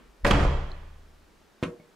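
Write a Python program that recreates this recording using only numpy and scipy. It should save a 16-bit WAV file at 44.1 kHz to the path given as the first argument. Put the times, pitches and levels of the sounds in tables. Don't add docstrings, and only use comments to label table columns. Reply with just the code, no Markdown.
import sys
import numpy as np
from scipy import signal
from scipy.fft import rfft, irfft, next_fast_len
from scipy.io import wavfile

SR = 44100
rng = np.random.default_rng(int(sys.argv[2]) if len(sys.argv) > 2 else 0)


def volts(x):
    e = np.asarray(x, float) / 20
    return 10 ** e


def wrap_up_sound(samples):
    columns = np.atleast_2d(samples).T
    tamed = np.clip(columns, -1, 1)
    steps = np.round(tamed * 32767).astype(np.int16)
    wavfile.write(sys.argv[1], SR, steps)


N = 85995

# frequency in Hz, relative level in dB per Hz.
FLOOR_COLOUR = [(12, -40), (20, 0), (119, -12), (186, -4), (452, -5.5), (535, -8.5), (959, -11),
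                (1720, -13), (2150, -17), (5240, -22.5), (15500, -35)]
FLOOR_DB = -60.5
# frequency in Hz, relative level in dB per Hz.
BUMP_COLOUR = [(59, -29), (100, -21), (210, -4), (683, -16.5), (989, -15.5), (3000, -25), (3900, -30),
               (6600, -120)]
BUMP_DB, BUMP_T60_S = -55, 0.5
# frequency in Hz, likeness from 0 to 1.
FLOOR_ALIKE = [(60, 0.67), (240, 0.51), (950, 0.55), (3770, 0.65), (15000, 0.74)]

# time in seconds, level in dB.
SWING = [(0.0, -57.5), (0.09, -59), (0.122, -63), (0.202, -58), (0.22, -48)]
# frequency in Hz, relative level in dB per Hz.
SWING_COLOUR = [(12, -18), (22, -2), (50, 8), (90, -40), (200, -90)]
PUSH_S, PUSH_DB, PUSH_WIDTH_S, PUSH_HZ = 0.243, -23, 0.0058, 30
# start in seconds, level in dB, favoured pitch in Hz.
THUDS = [(0.249, -20, 27.6), (0.266, -26, 60), (0.314, -14.5, 36), (.35, -17, 42), (0.411, -15, 50.5),
         (0.453, -19.5, 56), (0.542, -30, 75)]
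THUD_FALL_DB = 6.5
# pitch in Hz, relative level in dB, t60 in seconds, rise in seconds.
WALLS = [(20.2, -6, 1.27, 0.012), (27.53, -1.5, 0.67, 0.015), (42, -16.5, 1.67, 0.026),
         (38, 9.5, 0.32, 0.035), (56, 5, .4, 0.03), (67.1, 1.5, .35, 0.014), (78.8, -4, 0.44, 0.011),
         (85, -20, 0.3, 0.013)]
LOW_SIDE_DB = -25.5

# start in seconds, crack level in dB, crack pitch in Hz, panel level in dB.
SLAMS = [(.2478, -11.5, 1970, -28), (0.2514, -5.5, 1860, -26.5), (0.2649, -13, 2520, -28),
         (0.3101, -7, 3200, -29.5), (.345, -39.5, 1500, -26), (0.4503, -11, 760, -32.5)]
# multiple of the crack pitch, relative level in dB per Hz.
CRACK_COLOUR = [(.1, -15), (.3, 6.5), (.7, 9), (1.2, -2.5), (2, -8), (3.5, -25), (6, -32), (20, -100)]
CRACK_T60_S, CRACK_RISE_S = 0.008, 0.0006
CRACK_NOISE_DB, CRACK_NOISE_T60_S = -9, 0.035
# pitch in Hz, relative level in dB, t60 in seconds.
PANEL = [(134.6, -1.5, 0.32), (172.5, -11, 0.18), (203, -3, 0.26), (287.7, -2.5, 0.203), (360.6, -15, 0.59),
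         (473, -10.5, 0.41), (571, -3.5, 0.32), (606, -6, 0.09), (670, -31, 0.089), (903, -8.5, 0.16),
         (1025, -14, 0.15)]
# time in seconds, body level in dB, treble level in dB.
SHUDDER = [(.247, -27, -35.5), (0.254, -28.5, -54), (0.27, -21.5, -35), (0.302, -30.5, -47),
           (.309, -19.5, -34.5), (0.329, -24.5, -59), (0.441, -29, -52), (.47, -34.5, -76),
           (0.559, -41, -82)]
# frequency in Hz, relative level in dB per Hz.
RATTLE_COLOUR = [(53, -22), (90, -4), (136, -5), (270, -11.5), (424, -11), (463, -6), (515, -8.5),
                 (1450, -16.5), (7780, -45), (15500, -82)]
# frequency in Hz, relative level in dB per Hz.
TREBLE_COLOUR = [(1500, -45), (3000, 1.5), (4500, 2), (8000, -6.5), (12500, -15), (15500, -30)]
RATTLES_PER_S, RATTLE_SPREAD_DB = 2500, 4
# frequency in Hz, likeness from 0 to 1.
DIRECT_ALIKE = [(100, 0.96), (300, 0.9), (600, 0.68), (2000, 0.55), (10000, 0.49)]
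# frequency in Hz, how much louder the right is in dB.
DOOR_PAN = [(200, 0), (600, -0.4), (1500, 5), (4000, 2), (10000, -0.5)]

# pitch in Hz, level in dB, t60 in seconds.
HUM = [(76.3, -26.5, 1.34), (151, -41.5, 1.46)]
HUM_S, HUM_RISE_S = 0.45, 0.2

TICK_S, TICK_DB, TICK_HZ = 0.7168, -28, 4150
TICK_T60_S, TICK_RISE_S, TICK_WET_DB = 0.009, 0.001, -10

# start in seconds, thump level in dB, click level in dB, ring level in dB.
KNOCKS = [(1.6271, -1.5, -28, -36.5), (1.6337, -40, -23.5, -37), (1.7987, -34, -64, -51.5)]
# frequency in Hz, relative level in dB per Hz.
CLICK_COLOUR = [(240, -3), (400, -5), (2790, -11.5), (3360, -14), (4630, -27), (9210, -35.5),
                (12100, -40.5), (15500, -93)]
# pitch in Hz, relative level in dB, t60 in seconds.
WOOD = [(123.3, -7.5, 0.18), (171.4, 2.5, 0.15), (252, -1, 0.12), (301, -7.5, 0.14), (357.2, 6, 0.098),
        (474, -2.5, 0.29), (596, -10, 0.25), (1055, -17, 0.21), (2200, -12, .08), (3500, -26, .08)]
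THUMP_S, CLICK_T60_S, CLICK_RISE_S, KNOCK_LOW_HZ = 0.00056, 0.045, 0.00045, 90
NEAR_PAN_DB = 0.7

# frequency in Hz, t60 in seconds.
HALL = [(100, 0.72), (400, 0.83), (1500, 1.0), (4000, 1.0), (8000, 0.8), (14000, 0.16)]
# frequency in Hz, t60 in seconds.
ROOM = [(100, 0.17), (420, 0.41), (1100, 0.26), (3000, 0.13), (8000, 0.27)]
HALL_DB, ROOM_DB = -7, -4
# frequency in Hz, likeness from 0 to 1.
ECHO_ALIKE = [(60, 1), (200, 0.97), (500, 0.71), (2000, .4), (10000, 0.17)]
TOP_HZ = 15700


def unit(x):
    return x / np.sqrt(np.mean(x ** 2) + 1e-20)


def along(points, hz):
    f, v = np.transpose(points)
    return np.interp(np.log(hz + 1), np.log(f + 1), v)


def filtered(x, response):
    n = x.shape[-1]
    m = next_fast_len(n + 8192)
    return irfft(rfft(x, m) * response(np.fft.rfftfreq(m, 1 / SR)), m)[..., :n]


def noise(colour, size):
    white = rng.standard_normal(size)
    return unit(filtered(white, lambda hz: volts(along(colour, hz))))


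def widened(pair, alike):
    def mid_side_gains(hz):
        turn = np.arccos(np.clip(along(alike, hz), -1, 1)) / 2
        return np.array([np.cos(turn), np.sin(turn)])

    mid, side = filtered(pair, mid_side_gains)
    return np.array([mid + side, mid - side])


def since(s):
    return np.maximum(np.arange(N) / SR - s, 0)


def dying(s, t60):
    return (since(s) > 0) * volts(-60 * since(s) / t60)


def rising(s, rise):
    return 1 - np.exp(-since(s) / rise)


def tone(s, hz):
    return np.sin(2 * np.pi * hz * since(s))


def ring(s, modes, spread_db):
    out = np.zeros(N)
    for hz, db, t60 in modes:
        level = volts(db + spread_db * rng.normal())
        out += level * dying(s, t60) * tone(s, hz)
    return out


def space(x, t60s):
    out, step = np.zeros((2, N + 2 * SR)), SR // 3
    delay = 200
    for k in range(0, N, step):
        hz, t, z = signal.stft(rng.standard_normal((2, SR + SR // 2)), SR, nperseg=256)
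        fade = volts(-60 * t / along(t60s, hz)[:, None])
        tail = signal.istft(z * fade, SR, nperseg=256)[1]
        tail = widened(tail, ECHO_ALIKE)
        wet = signal.fftconvolve(x[None, k:k + step], tail / np.linalg.norm(tail[0]), axes=1)
        out[:, k + delay:k + delay + wet.shape[1]] += wet
    return out[:, :N]


def floor():
    bump = volts(BUMP_DB) * dying(0, BUMP_T60_S) * noise(BUMP_COLOUR, size=(2, N))
    steady = volts(FLOOR_DB) * noise(FLOOR_COLOUR, size=(2, N))
    return widened(steady + bump, FLOOR_ALIKE)


def boom():
    t = np.arange(N) / SR
    s, db = np.transpose(SWING)
    before_slam = t < SLAMS[0][0]
    stir = volts(np.interp(t, s, db)) * before_slam * noise(SWING_COLOUR, size=N)
    pulse = np.exp(-((t - PUSH_S) / PUSH_WIDTH_S) ** 2)
    push = -volts(PUSH_DB) * pulse * np.cos(2 * np.pi * PUSH_HZ * (t - PUSH_S))
    out = stir + push
    for s, thud_db, favoured_hz in THUDS:
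        for hz, db, t60, rise in WALLS:
            octaves_away = abs(np.log2(hz / favoured_hz))
            level = volts(thud_db + db - THUD_FALL_DB * octaves_away)
            out += level * dying(s, t60) * rising(s, rise) * tone(s, hz)
    return out


def contacts():
    tones, cracks = np.zeros(N), np.zeros((2, N))
    for s, crack_db, hz, panel_db in SLAMS:
        rise = volts(crack_db) * rising(s, CRACK_RISE_S)
        tones += rise * dying(s, CRACK_T60_S) * tone(s, hz)
        tones += volts(panel_db) * ring(s, PANEL, spread_db=3.5)
        colour = [(multiple * hz, db) for multiple, db in CRACK_COLOUR]
        hiss = dying(s, CRACK_NOISE_T60_S) * noise(colour, size=(2, N))
        cracks += rise * volts(CRACK_NOISE_DB) * hiss
    return tones + widened(cracks, DIRECT_ALIKE)


def shudder():
    chance = rng.random((2, N))
    sign = np.sign(rng.standard_normal((2, N)))
    strength = volts(RATTLE_SPREAD_DB * rng.standard_normal((2, N)))
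    hits = (chance < RATTLES_PER_S / SR) * sign * strength
    s, body_db, treble_db = np.transpose(SHUDDER)
    t = np.arange(N) / SR
    body = volts(np.interp(t, s, body_db, -120, -120))
    treble = volts(np.interp(t, s, treble_db, -120, -120))
    coloured_hits = unit(filtered(hits, lambda hz: volts(along(RATTLE_COLOUR, hz))))
    rattle = body * coloured_hits + treble * noise(TREBLE_COLOUR, size=(2, N))
    return widened(rattle, DIRECT_ALIKE)


def hum():
    return ring(HUM_S, HUM, spread_db=1.0) * rising(HUM_S, HUM_RISE_S)


def tick():
    envelope = dying(TICK_S, TICK_T60_S) * rising(TICK_S, TICK_RISE_S)
    return volts(TICK_DB) * envelope * tone(TICK_S, TICK_HZ)


def knocks():
    out = np.zeros(N)
    for s, thump_db, click_db, ring_db in KNOCKS:
        u = since(s) / THUMP_S
        thump = u * (u - 1) * np.exp(-u)
        click = dying(s, CLICK_T60_S) * rising(s, CLICK_RISE_S) * noise(CLICK_COLOUR, size=N)
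        out += volts(thump_db) * thump + volts(click_db) * click
        out += volts(ring_db) * ring(s, WOOD, spread_db=5)
    return filtered(out, lambda hz: (1j * hz / (KNOCK_LOW_HZ + 1j * hz)) ** 2)


def scene():
    door = contacts() + shudder()
    knock, high_tick = knocks(), tick()
    low = boom() + hum()

    door = door + volts(HALL_DB) * space(door.mean(axis=0), HALL)
    door = filtered(door, lambda hz: volts(np.outer([-0.5, 0.5], along(DOOR_PAN, hz))))

    close = (knock + high_tick) * volts(NEAR_PAN_DB * np.array([[-0.5], [0.5]]))
    close = close + volts(ROOM_DB) * space(knock + volts(TICK_WET_DB) * high_tick, ROOM)

    low_side = volts(LOW_SIDE_DB) * filtered(low, lambda hz: 1j + 0 * hz)
    return door + low + low_side * [[1], [-1]] + close + floor()


def band_limit(x):
    return signal.sosfilt(signal.butter(12, 15680, fs=SR, output="sos"), x)


def record(dry):
    mix = filtered(dry, lambda hz: hz < TOP_HZ)
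    return band_limit(mix)


dry = scene()
out = record(dry)
wrap_up_sound(out)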